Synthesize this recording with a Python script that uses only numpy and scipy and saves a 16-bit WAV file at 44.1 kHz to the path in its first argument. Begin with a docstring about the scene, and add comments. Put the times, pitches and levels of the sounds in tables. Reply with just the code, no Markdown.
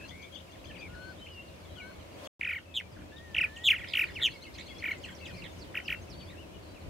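"""A colony of martins, each singing a near-sine tone from its syrinx. Wind and a distant drone sound from
the start, with the glides, whistles, twitter and ticks of farther birds. At 2.3 s all sound drops out
briefly. Then near birds on a perch churr in fast falling glides and trill, air hissing through their beaks.
From 3.5 s the colony grows busier with squeaks, rattles, arched calls and chips, and last with rough
falling slides. Ground, boxes and trees reflect the calls as short diffuse tails."""
import sys
import numpy as np
from scipy import signal
from scipy.fft import rfft, irfft, next_fast_len
from scipy.io import wavfile
from scipy.ndimage import uniform_filter1d, map_coordinates

SR = 44100
rng = np.random.default_rng(int(sys.argv[2]) if len(sys.argv) > 2 else 0)


def master(y):
    """Save y as 16-bit WAV."""
    cut = np.clip(np.atleast_2d(y).T, -1, 1)
    pcm = np.round(cut * 32767)  # scale
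    wavfile.write(sys.argv[1], SR, pcm.astype(np.int16))


N = 303849
TOP_HZ, NEAR_DB = 15790, -40  # band limit; level above which a glide counts as near


def amp(db):
    """Amplitude ratio of a level in decibels."""
    return 10 ** (np.asarray(db) / 20)


def unit(x):
    """Normalisation to an rms of 1."""
    return x / np.sqrt(np.mean(x ** 2) + 1e-20)


def along(points, hz):
    """Interpolation of (Hz, value) points on a logarithmic frequency axis."""
    knots_hz, values = np.transpose(points)
    return np.interp(np.log(hz + 1), np.log(knots_hz + 1), values)


def wobble(rate, size=N):
    """Band-limited random modulation: a spline over `rate` knots a second."""
    knots = rng.standard_normal(int(size * rate / SR) + 4)
    return map_coordinates(knots, [np.arange(size) * rate / SR], prefilter=False) * np.sqrt(2)


def filtered(x, response):
    """Linear filtering: the spectrum is multiplied by a frequency response."""
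    size = next_fast_len(N + 8192)
    return irfft(rfft(x, size) * response(np.fft.rfftfreq(size, 1 / SR)), size)[..., :N]


def add(out, s, sound, pan_db=0):
    """Superposition from second s; pan is the level difference, left minus right."""
    start = max(round(s * SR), 0)
    part = sound[:N - start]
    out[:, start:start + len(part)] += part * amp([[pan_db / 2], [-pan_db / 2]])


def contours(rows):
    """Linear interpolation of a note's breakpoints, and an envelope that softens both ends."""
    s, *columns = np.transpose(rows)
    t = np.arange(s[0], s[-1], 1 / SR)
    edge = np.clip(np.minimum(t - s[0], s[-1] - t) / 0.0014, 0, 1)
    return [np.interp(t, s, column) for column in columns], edge


def noise(spectrum, patchy_db):
    """Partly coherent stereo noise of rms 1, its gain uneven over time and frequency."""
    # Likeness of the channels. Each row: frequency in Hz, left-right correlation.
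    coherence = [(60, 0.79), (240, 0.5), (950, -0.11), (3770, -0.18), (15000, 0.14)]

    def mid_side_response(hz):
        """The ratio of mid to side sets the correlation."""
        angle = np.arccos(np.clip(along(coherence, hz), -1, 1)) / 2
        return amp(along(spectrum, hz)) * [np.cos(angle), np.sin(angle)]

    cells = signal.stft(rng.standard_normal((2, N)), nperseg=512)[2]
    patches = uniform_filter1d(uniform_filter1d(rng.standard_normal(cells.shape[1:]), 6, 0), 12, 1)
    pair = signal.istft(cells * amp(patchy_db * unit(patches)), nperseg=512)[1][:, :N]
    mid, side = filtered(pair, mid_side_response)
    return unit(np.array([mid + side, mid - side]))


def wind():
    """Turbulence: three bands of noise, amplitude-modulated by the same gusts."""
    # Wind strength. Each row: time in seconds, then rumble, rush and hiss levels in dB.
    strength = [(0, -53, -53, -58), (.8, -52.5, -52.5, -59.5), (1.5, -52.5, -53.5, -59.5),
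                (2.15, -50.5, -51, -58.5), (2.27, -57.5, -45, -51), (2.4, -56.5, -57.5, -62.5),
                (3, -52.5, -55, -61.5), (3.8, -49, -52, -56.5), (4.6, -50, -52.5, -58),
                (5.4, -49.5, -51.5, -57.5), (6.1, -49, -52, -58.5), (6.89, -49, -52.5, -59.5)]
    # Spectra of the three bands. Each row: frequency in Hz, relative spectral density in dB.
    rumble = [(12, -65.5), (20, -29.5), (61, -3.5), (76, -1.5), (91, -1.5), (129, -9.5), (184, -6.5),
              (214, -16.5), (323, -8.5), (400, -13.5), (520, -26), (880, -120)]
    rush = [(120, -65), (200, -3.5), (318, -5.5), (442, -8), (546, 0), (816, -10.5), (1020, -9),
            (1110, -12.5), (1860, -19.5), (2500, -18), (3250, -29.5), (5500, -120)]
    hiss = [(710, -19), (1200, -7), (1860, -2.5), (3010, -1), (3680, -4), (11900, -16), (15400, -20.5)]
    s, *levels = np.transpose(strength)
    rumble_db, rush_db, hiss_db = [np.interp(np.arange(N) / SR, s, db) for db in levels]
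    gust = wobble(8)
    out = amp(rumble_db + 1.2 * gust + .8 * wobble(12)) * noise(rumble, patchy_db=1.5)
    out += amp(rush_db + 0.79 * gust) * noise(rush, patchy_db=0.5)
    return out + amp(hiss_db + 0.25 * gust) * noise(hiss, patchy_db=-0.7)


def drone():
    """Narrow-band noise: neighbouring frequencies beat, so the distant hum wavers."""
    # Bands of the hum. Each row: centre in Hz, width in Hz, rms level in dB.
    bands = [(83.7, 12.8, -57.5), (180.4, 6.6, -66.5)]
    out = np.zeros(N)
    for hz, width, db in bands:
        hum = filtered(rng.standard_normal(N), lambda f: np.exp(-((f - hz) / width) ** 2))
        out += amp(db) * unit(hum)
    return out


def air():
    """A level difference between the channels sets wind and drone slightly to the left."""
    # Balance. Each row: frequency in Hz, pan in dB.
    lean = [(60, 1), (950, 1.5), (15000, 0)]
    return filtered(wind() + drone(), lambda hz: amp(along(lean, hz) * np.array([[.5], [-.5]])))


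def syrinx(hz, overtones_db, scatter_db=0, breath=0, swell=1):
    """Source and filter: a near-sine tone whose trembling, breathy harmonics are coloured by the beak."""
    # Response of the beak to the overtones. Each row: frequency in Hz, gain in dB.
    beak = [(2500, 25), (4500, -12.5), (7000, -0.5), (9000, 0.5), (11000, -0.5), (13000, -1), (15500, -6)]
    phase = 2 * np.pi * (np.cumsum(hz) / SR + rng.random())
    voice = swell * np.sin(phase)
    for k, db in enumerate(overtones_db, 2):
        gain = amp(db + along(beak, k * hz) + scatter_db * wobble(144, len(hz))) * (k * hz < TOP_HZ)
        voice += gain * (1 + breath * wobble(1800, len(hz))) * np.sin(k * phase)
    return voice


def whistles(warble_hz=95):
    """Held, slightly unsteady tones of farther birds; frequency modulation makes some warble."""
    # Each row: pan in dB, warble deviation in Hz, breakpoints of time in seconds, pitch in Hz, level in dB.
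    notes = [(3, 82, [(0, 2520, -53), (.046, 2650, -50), (.07, 2830, -55)]), (5, 101, [(.11, 1990, -53),
             (.17, 2200, -59), (.234, 2255, -51.5), (.29, 2310, -59)]), (3, 80, [(.78, 2476, -57),
             (.836, 2415, -47), (.88, 2130, -53)]), (8.7, -15, [(.885, 1423, -62), (.98, 1480, -53.5),
             (1.11, 1537, -50.5), (1.135, 1370, -62)]), (9.5, 3, [(.94, 4120, -72), (1.05, 4320, -62.5),
             (1.11, 4210, -68), (1.14, 4460, -65)]), (3.5, 0, [(1.195, 3100, -66), (1.228, 3060, -50.5),
             (1.26, 3140, -56)]), (3, 38, [(1.3, 2990, -55), (1.35, 2830, -54), (1.405, 2734, -46.5),
             (1.42, 2800, -60), (1.46, 2780, -66), (1.55, 2800, -68)]), (5, 0, [(1.8, 2480, -46),
             (1.82, 2213, -49), (1.88, 2245, -62), (1.98, 2190, -66)]), (10, 0, [(1.77, 1454, -60),
             (1.85, 1513, -53.5), (1.905, 1560, -55.5), (1.925, 1380, -62)]), (4, 0, [(1.82, 4150, -67),
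             (1.9, 4200, -65), (1.95, 4290, -69)]), (16, 0, [(2.655, 2570, -62), (2.67, 2680, -72),
             (2.74, 2570, -65), (2.88, 2320, -66)]), (.5, 2, [(3.12, 1703, -55), (3.17, 1810, -59.5),
             (3.24, 1890, -58.5), (3.33, 1777, -58.5), (3.43, 1695, -59), (3.52, 1760, -54),
             (3.6, 1883, -52), (3.65, 1930, -54)]), (18, 58, [(5.21, 2690, -57.5), (5.3, 2500, -62),
             (5.43, 2270, -64)]), (10, -2, [(5.94, 2710, -51), (5.99, 2740, -55.5), (6.005, 2800, -74.5)]),
             (9, 0, [(6.13, 4340, -60), (6.17, 4520, -64), (6.24, 4500, -56), (6.255, 4521, -71)]),
             (2, 0, [(6.625, 4484, -65), (6.66, 4140, -73), (6.76, 3940, -67)])]
    out = np.zeros((2, N))
    for pan_db, swing_hz, rows in notes:
        (hz, db), edge = contours(rows)
        size = len(hz)
        warble = np.sin(2 * np.pi * warble_hz * np.arange(size) / SR + wobble(28, size))
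        pitch = hz * (1 + .004 * wobble(90, size)) + swing_hz * warble
        voice = syrinx(pitch, [-30], scatter_db=2, breath=.3)
        throb_db = wobble(110, size) + swing_hz / 40 * warble
        add(out, rows[0][0], np.sqrt(2) * amp(db + throb_db) * edge * voice, pan_db)
    return out


def glide(out, s, length, from_hz, to_hz, db, pan_db):
    """A linear frequency sweep centred on second s, under a bell of breath pressure."""
    # Relative levels in dB of harmonics 2, 3, .. before the beak colours them.
    harmonics = [-24, -40, -39, -43, -48, -46]
    size = round(2 * length * SR)
    progress = np.arange(size) / (length * SR) - .5
    bell = np.sin(np.pi * np.clip(progress, 0, 1) ** 1.15) ** 1.4 * amp(.8 * wobble(200, size))
    skirt = amp(-14) * np.hanning(size) * (1 + .6 * wobble(900, size))  # raspy lead-in and run-out
    overtones = harmonics if db > NEAR_DB else harmonics[:1]  # distance hides the high ones
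    hz = np.maximum(from_hz + (to_hz - from_hz) * progress, 1000)
    voice = syrinx(hz, overtones, scatter_db=3, breath=.35)
    rasp = 1 + .12 * wobble(900, size)
    add(out, s - length, amp(db) * (bell * rasp + skirt) * voice, pan_db)


def single_calls():
    """Lone frequency sweeps that stand out from the colony, as notes for glide()."""
    # Each row: middle and length in seconds, first and last pitch in Hz, level in dB, pan in dB.
    notes = [(.011, 0.015, 1980, 1370, -53, 3), (.043, .028, 1800, 1520, -56, 2),
             (.056, 0.032, 4200, 4080, -59, 12), (.331, 0.03, 3220, 3300, -55.5, 16),
             (.345, 0.024, 2990, 3630, -51, 18.5), (.361, .018, 3700, 2690, -48.5, 16),
             (.405, 0.02, 2500, 3500, -56, 10), (.47, 0.055, 4600, 3200, -78, 2),
             (.55, 0.035, 2750, 1540, -58, 3), (.645, 0.012, 3100, 2090, -52, 5),
             (.79, .03, 4590, 4720, -60.5, 10), (.377, 0.038, 2920, 3900, -55, 13),
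             (.694, .028, 3330, 2960, -54, 6), (.706, .022, 1890, 1680, -51, 1),
             (.714, 0.018, 3280, 2120, -47, 3), (.749, 0.033, 2890, 2010, -52, 6),
             (.769, 0.041, 3930, 1410, -54.5, 15), (.826, 0.024, 2784, 2190, -49, 10),
             (.952, 0.046, 2010, 1200, -57, 9), (1.262, 0.012, 3420, 2380, -50, 1),
             (1.271, .016, 1870, 3180, -46, 3), (1.288, 0.0075, 3250, 2720, -47, 1),
             (1.644, .03, 2450, 2120, -63, 8), (1.7, 0.041, 3330, 3150, -62, 9),
             (1.72, .09, 3800, 4020, -67, 9), (2.19, .04, 2900, 3530, -66, 6),
             (1.766, 0.034, 3520, 2890, -56.5, 18), (1.79, 0.029, 3040, 2770, -48, 2),
             (2.275, 0.015, 2010, 4340, -48, 4), (2.97, 0.023, 1990, 1230, -54.5, 0),
             (2.992, 0.016, 2015, 1280, -57, 0), (3.019, .02, 2000, 1250, -56.5, 0),
             (3.17, 0.021, 3540, 3900, -53, 8), (3.184, .011, 3730, 3100, -52, 7),
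             (3.569, 0.024, 3600, 2280, -44.5, 0), (3.617, .03, 3490, 2680, -58, 0),
             (3.797, 0.02, 3660, 2800, -47.5, -1.5), (3.888, .01, 5170, 4750, -44, -2.5),
             (4.234, 0.012, 1950, 1770, -40.5, 1), (4.295, .013, 2315, 3180, -46, -2),
             (4.321, .013, 3530, 3210, -50, -7), (4.7, .046, 3360, 3340, -57, 15),
             (4.77, 0.061, 3260, 3470, -55, 8), (5.082, 0.015, 2110, 1660, -47, -2),
             (5.094, .015, 1650, 1450, -52, 0), (5.122, .024, 3500, 3030, -55, 1),
             (5.128, 0.024, 1640, 1520, -56, 0), (5.107, 0.019, 2200, 1580, -55, -2),
             (5.298, 0.01, 2006, 1740, -48, -2), (5.308, 0.0255, 3880, 2620, -54, 3),
             (5.277, 0.026, 4200, 5850, -57, -5), (5.311, 0.018, 1620, 1440, -53, 1),
             (5.425, 0.016, 2970, 2410, -44.5, -7), (5.528, .025, 6300, 6750, -61, 0),
             (5.746, 0.01, 2343, 1050, -39.5, -1), (5.825, .042, 2980, 3100, -56.5, 9.5),
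             (5.858, .032, 2370, 3140, -50.5, 11), (5.985, .045, 4250, 5030, -68, -4),
             (6.024, .028, 6070, 6680, -61, -1), (6.085, 0.027, 2790, 2490, -61, 12),
             (6.21, .03, 4470, 2220, -56, 5), (6.226, .044, 2700, 2200, -60, 5),
             (6.293, 0.079, 3090, 4050, -57.5, -2), (6.301, 0.024, 3180, 1400, -54.5, 7),
             (6.331, 0.064, 2330, 1440, -57, 3), (6.389, 0.064, 2460, 3140, -55.5, 11),
             (6.429, .056, 3110, 2410, -60, 14), (6.558, .049, 3000, 2820, -59, 15),
             (6.768, 0.048, 3060, 2080, -56, 2)]
    return notes


def twitter(start, end, count):
    """A random point process: faint glides of far birds, most of them falling."""
    out = np.zeros((2, N))
    for when, span, pitch, slope, level, side in rng.random((count, 6)):
        s, length = start + when * (end - start), 0.0062 + .035 * span
        hz = 2100 * 2.4 ** pitch
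        step = hz * .4 * (slope - .65)
        glide(out, s, length, hz - step, hz + step, db=-70 + 8 * level, pan_db=12 * (side - .5))
    return out


def repeated(calls, shape, pitch_spread=.015):
    """Transposition: one pattern of glides recurs, all its frequencies scaled by a random ratio."""
    # Each row of shape: delay and length in seconds, first and last pitch in Hz, gain in dB, pan in dB.
    notes = []
    for s, db in calls:
        ratio = 1 + pitch_spread * rng.standard_normal()
        notes += [(s + delay, length, ratio * from_hz, ratio * to_hz, db + gain_db, pan_db)
                  for delay, length, from_hz, to_hz, gain_db, pan_db in shape]
    return notes


def ticks():
    """Temporal fusion: brief overlapping sweeps of a bird on the left are heard as one tick."""
    # Each row: time in seconds, level in dB.
    calls = [(.095, -45), (.232, -47), (.359, -47.5), (.523, -52.5), (.658, -49), (.812, -51.5),
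             (2.259, -48.5)]
    # The glides of one tick, with columns as in repeated().
    shape = [(0, .008, 3500, 3050, -5.5, 18), (-0.0093, .009, 3920, 5180, -10, 14),
             (-.004, 0.022, 5950, 6480, -15, 13), (.013, .012, 3450, 3520, -12, 23)]
    return repeated(calls, shape)


def churrs():
    """A pulse train from the perch: each syllable sweeps down, then a low note follows and drops away."""
    # Each row: middle and length in seconds, top and end pitch in Hz, sweep and low-note levels in dB.
    syllables = [(2.413, 0.0058, 3000, 1740, -26.5, -43.5), (2.434, 0.012, 3000, 1710, -29.5, -42),
                 (2.453, 0.014, 3200, 1800, -28.5, -35.5), (2.477, .013, 2700, 2290, -28, -37),
                 (2.497, 0.018, 2750, 1940, -29, -35.5), (2.51, 0.014, 2700, 2030, -29.5, -40),
                 (2.534, 0.019, 2700, 1920, -29, -37), (2.565, 0.021, 2414, 2020, -32, -39),
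                 (3.349, 0.0069, 3370, 2260, -25.5, -38), (3.368, 0.011, 3350, 1950, -24, -42),
                 (3.387, .017, 3200, 1990, -20, -34), (3.415, 0.022, 3050, 2230, -22.5, -31.5),
                 (3.444, 0.025, 2770, 2200, -23.5, -46), (3.685, 0.028, 3670, 1977, -17.5, -44),
                 (3.711, 0.029, 3650, 1906, -17, -30), (3.745, .028, 2650, 1800, -30, -55.5),
                 (3.763, 0.027, 3400, 2300, -33, -53), (3.784, 0.017, 3150, 1600, -38.5, -42),
                 (3.817, 0.028, 2670, 1780, -41.5, -40.5), (3.846, .013, 2910, 1920, -43, -55),
                 (3.939, .0078, 3625, 1940, -23.5, -36), (3.957, 0.016, 3700, 1760, -24, -44),
                 (3.975, .013, 3380, 1910, -21, -31), (3.996, .012, 3074, 2000, -21.5, -35),
                 (4.018, 0.022, 3015, 2080, -23, -33.5), (4.042, 0.012, 2655, 2240, -26.5, -53),
                 (4.068, .019, 2550, 1540, -47, -48), (4.093, 0.029, 2730, 1440, -46.5, -50),
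                 (4.167, 0.034, 3350, 2000, -36, -44), (4.191, .027, 2520, 1580, -40, -56),
                 (4.208, 0.011, 2380, 1950, -40, -38.5), (4.825, 0.0056, 2680, 1810, -34, -40),
                 (4.843, 0.0084, 2660, 1850, -28.5, -35), (4.863, 0.017, 2670, 2050, -28.5, -34),
                 (4.889, .02, 2490, 2020, -29.5, -35.5), (4.917, 0.016, 2410, 2020, -27.5, -43.5),
                 (5.045, .027, 3500, 2240, -40, -51), (5.09, .018, 3680, 2800, -48, -56),
                 (5.263, .034, 4290, 1750, -42.5, -54), (5.755, 0.0084, 3340, 1690, -29, -38),
                 (5.776, .012, 3110, 2020, -27.5, -37.5), (5.802, .0098, 2890, 1580, -36, -57.5),
                 (5.884, .01, 3350, 2050, -28.5, -36.5), (5.905, 0.011, 3394, 1960, -25, -34),
                 (5.927, 0.0097, 3175, 1840, -25, -39.5), (5.948, 0.0055, 2790, 1530, -35, -62)]
    low_hz, knee_hz, drop_hz, drop_length = 2200, 1683, 1253, .01
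    notes = []
    for s, length, top_hz, end_hz, db, low_db in syllables:
        low_length = .45 * length + .006
        low_s = s + length / 2 + .3 * low_length
        drop_s = low_s + low_length / 2
        notes += [(s, length, top_hz, end_hz, db, 0),
                  (low_s, low_length, low_hz, knee_hz, low_db, 0),
                  (drop_s, drop_length, knee_hz, drop_hz, low_db - 9, 0),
                  (drop_s, drop_length, 2 * knee_hz, 2 * drop_hz, low_db - 6.5, 0)]  # octave of the drop
    return notes


def sheen():
    """Turbulent flow: air rushes through the beak in uneven puffs, high above the near calls."""
    # Each row: start and end in seconds, centre frequency in Hz, level in dB.
    puffs = [(2.45, 2.59, 14500, -69), (2.74, 2.81, 14500, -68), (3.364, 3.47, 12000, -71),
             (3.657, 3.75, 12400, -52), (3.927, 4.051, 12300, -53), (4.215, 4.285, 14500, -62),
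             (4.823, 4.93, 14100, -62), (5.739, 5.8, 12800, -62), (5.871, 5.95, 12600, -58)]
    out = np.zeros((2, N))
    for start, end, hz, db in puffs:
        size = round((end - start) * SR)
        f = np.fft.rfftfreq(size, 1 / SR)
        colour = np.exp(-((f - hz) / 1200) ** 2) + .35 * (f > 4500)
        hiss = unit(irfft(rfft(rng.standard_normal(size)) * colour, size))
        add(out, start, amp(db + 4 * wobble(90, size)) * np.hanning(size) ** .3 * hiss)
    return out


def trills(swing_hz=240):
    """Coupled frequency and amplitude modulation: the voice is loudest where its fluttering pitch dips."""
    # One list a trill. Each row: time in seconds, middle pitch in Hz, level in dB, flutter rate in Hz.
    calls = [
        [(2.7405, 3600, -39, 135), (2.76, 3640, -29, 125), (2.776, 3280, -21, 118.6), (2.794, 2905, -34, 106.4),
         (2.813, 1780, -34, 97)],
        [(3.633, 3565, -49, 126), (3.645, 3650, -25.5, 126), (3.66, 3550, -20.5, 123), (3.68, 3250, -15, 127)],
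        [(4.208, 3660, -41.5, 128), (4.228, 3730, -21, 124.7), (4.244, 3380, -18.5, 120),
         (4.26, 3130, -16, 119.5), (4.278, 2560, -26, 110), (4.291, 1880, -41, 108)],
    ]
    # Relative levels in dB of harmonics 2, 3, .. before the beak colours them.
    harmonics = [-26, -38.5, -36.5]
    out = np.zeros((2, N))
    for rows in calls:
        (hz, db, flutter_hz), edge = contours(rows)
        phase = np.pi + 2 * np.pi * np.cumsum(flutter_hz) / SR  # starts at the top of a flutter
        swell = 0.61 + 0.33 * np.cos(phase + 0.6) + 0.18 * np.cos(2 * phase + .1)
        voice = syrinx(hz - swing_hz * np.cos(phase), harmonics, scatter_db=4.5, breath=0.36, swell=swell)
        add(out, rows[0][0], amp(db) * edge * voice)
    return out


def squeaks(length_s=.015, fall_ratio=.74):
    """Short downward sweeps at high frequency, heard as thin squeaks."""
    # Each row: middle in seconds, top pitch in Hz, level in dB.
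    calls = [(3.563, 7480, -58.5), (3.577, 8600, -56.5), (3.588, 7850, -59), (3.787, 8500, -60),
             (4.586, 7050, -52), (4.601, 8440, -54), (4.984, 8450, -58), (5.039, 7100, -56),
             (5.054, 9200, -57), (5.085, 8060, -67), (5.113, 8790, -60), (5.26, 7500, -55.5),
             (5.273, 8710, -61)]
    return [(s, length_s, hz, fall_ratio * hz, db, 0) for s, hz, db in calls]


def rattles():
    """Click trains on the right: rapid sweeps of scattered pitch merge into a dry rattle."""
    # Each row: first click in seconds, number of clicks, spacing in seconds, level in dB.
    trains = [(3.876, 6, .012, -46), (4.587, 3, .012, -44), (5.443, 3, .011, -46)]
    # The glides of one click, with columns as in repeated().
    shape = [(0, .011, 4500, 3000, -1.5, -6), (0, .01, 2578, 1760, -0.52, -2)]
    clicks = [(s + k * gap, db) for s, count, gap, db in trains for k in range(count)]
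    return repeated(clicks, shape, pitch_spread=.1)


def arches(rise_s=.011, fall_s=.015, pan_db=-9):
    """A rising sweep joined to a falling one makes the arched call of a bird on the right."""
    # Each row: time of the top in seconds, top pitch in Hz, level in dB.
    calls = [(4.151, 5600, -57.5), (4.352, 5150, -58), (4.458, 4800, -59), (4.548, 5390, -54.5),
             (4.753, 5500, -60), (4.791, 5970, -56), (5.025, 5400, -59), (5.157, 6100, -56),
             (5.406, 4700, -62)]
    notes = []
    for s, top_hz, db in calls:
        notes += [(s - rise_s / 2, rise_s, .86 * top_hz, top_hz, db, pan_db),
                  (s + fall_s / 2, fall_s, top_hz, .69 * top_hz, db - 1.5, pan_db)]
    return notes


def chips():
    """A steady chip-and-chew: three nearly harmonic partials rise together, then lower sweeps fall."""
    # Each row: time in seconds, level in dB.
    calls = [(4.312, -53), (4.428, -50), (4.552, -52), (4.669, -52), (4.794, -51.5), (4.918, -51),
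             (5.053, -55.5), (5.194, -59), (5.343, -56)]
    # The glides of one call, with columns as in repeated().
    shape = [(0, .028, 3970, 4560, 0, 3), (0, 0.019, 6120, 6600, -10.5, -3), (0, .025, 2020, 2250, -9, 4),
             (0.013, .01, 3600, 2500, 0, 1.5), (.027, .017, 2680, 2660, 0.5, 4),
             (.046, .036, 2280, 2060, 0.5, 2)]
    return repeated(calls, shape)


def slides(flutter_hz=191, swing_hz=450):
    """Roughness from fast frequency modulation: long falls on the right that steady on the way down."""
    # Each row: start and length in seconds, first and last pitch in Hz, level in dB.
    calls = [(5.36, 0.047, 5740, 4040, -56), (5.582, 0.075, 6380, 2880, -56),
             (5.834, 0.069, 6300, 3240, -56.5), (6.089, 0.065, 6170, 3000, -54)]
    out = np.zeros((2, N))
    for s, length, from_hz, to_hz, db in calls:
        size = round(length * SR)
        progress = np.arange(size) / (length * SR)
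        flutter = np.sin(2 * np.pi * flutter_hz * length * progress + wobble(58, size))
        hz = from_hz + (to_hz - from_hz) * progress + swing_hz * (1 - progress) * flutter
        voice = syrinx(hz, overtones_db=[])
        envelope = amp(db + 2 * wobble(193, size)) * np.sin(np.pi * progress) ** 0.65
        add(out, s, envelope * voice, pan_db=-9)
    return out


def chatter():
    """Level as a cue to distance: loud glides belong to the perch, soft ones to farther birds."""
    near, far = np.zeros((2, 2, N))
    for note in single_calls() + churrs() + arches() + squeaks() + ticks() + chips() + rattles():
        db = note[4]
        glide(near if db > NEAR_DB else far, *note)
    return near, far


def echoes(x, t60):
    """Diffuse reflection from ground, boxes and trees: a tail that decays 60 dB in t60 seconds."""
    t = np.arange(SR // 4) / SR
    tail = rng.standard_normal((2, len(t))) * amp(-60 * t / t60) * (t > .003)
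    return signal.fftconvolve(x, tail / np.linalg.norm(tail[0]), axes=1)[:, :N]


def scene():
    """Superposition of birds, echoes and air; the far calls carry more reflected sound."""
    near, far = chatter()
    clear = near + trills() + sheen() + whistles()
    far = far + slides() + twitter(0, N / SR, count=150)
    far += amp(5.5) * twitter(3.8, 5.5, count=110)  # the colony is busiest after the loudest calls
    far += amp(3.0) * twitter(0, 2.27, count=50)
    clear += amp(-11.0) * echoes(clear, t60=0.11)
    return clear + far + amp(-4) * echoes(far, t60=0.16) + air()


def record(dry):
    """Gating and band limiting: the sound drops out briefly, and a steep low-pass cuts the top."""
    stop_s, resume_s, ramp_s = 2.275, 2.394, 0.00085
    t = np.arange(N) / SR
    gate = np.clip(np.maximum(stop_s - t, t - resume_s) / ramp_s, 0, 1)
    return filtered(dry * gate, lambda hz: 1 / (1 + (hz / TOP_HZ) ** 1200))


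dry = scene()
out = record(dry)
master(out)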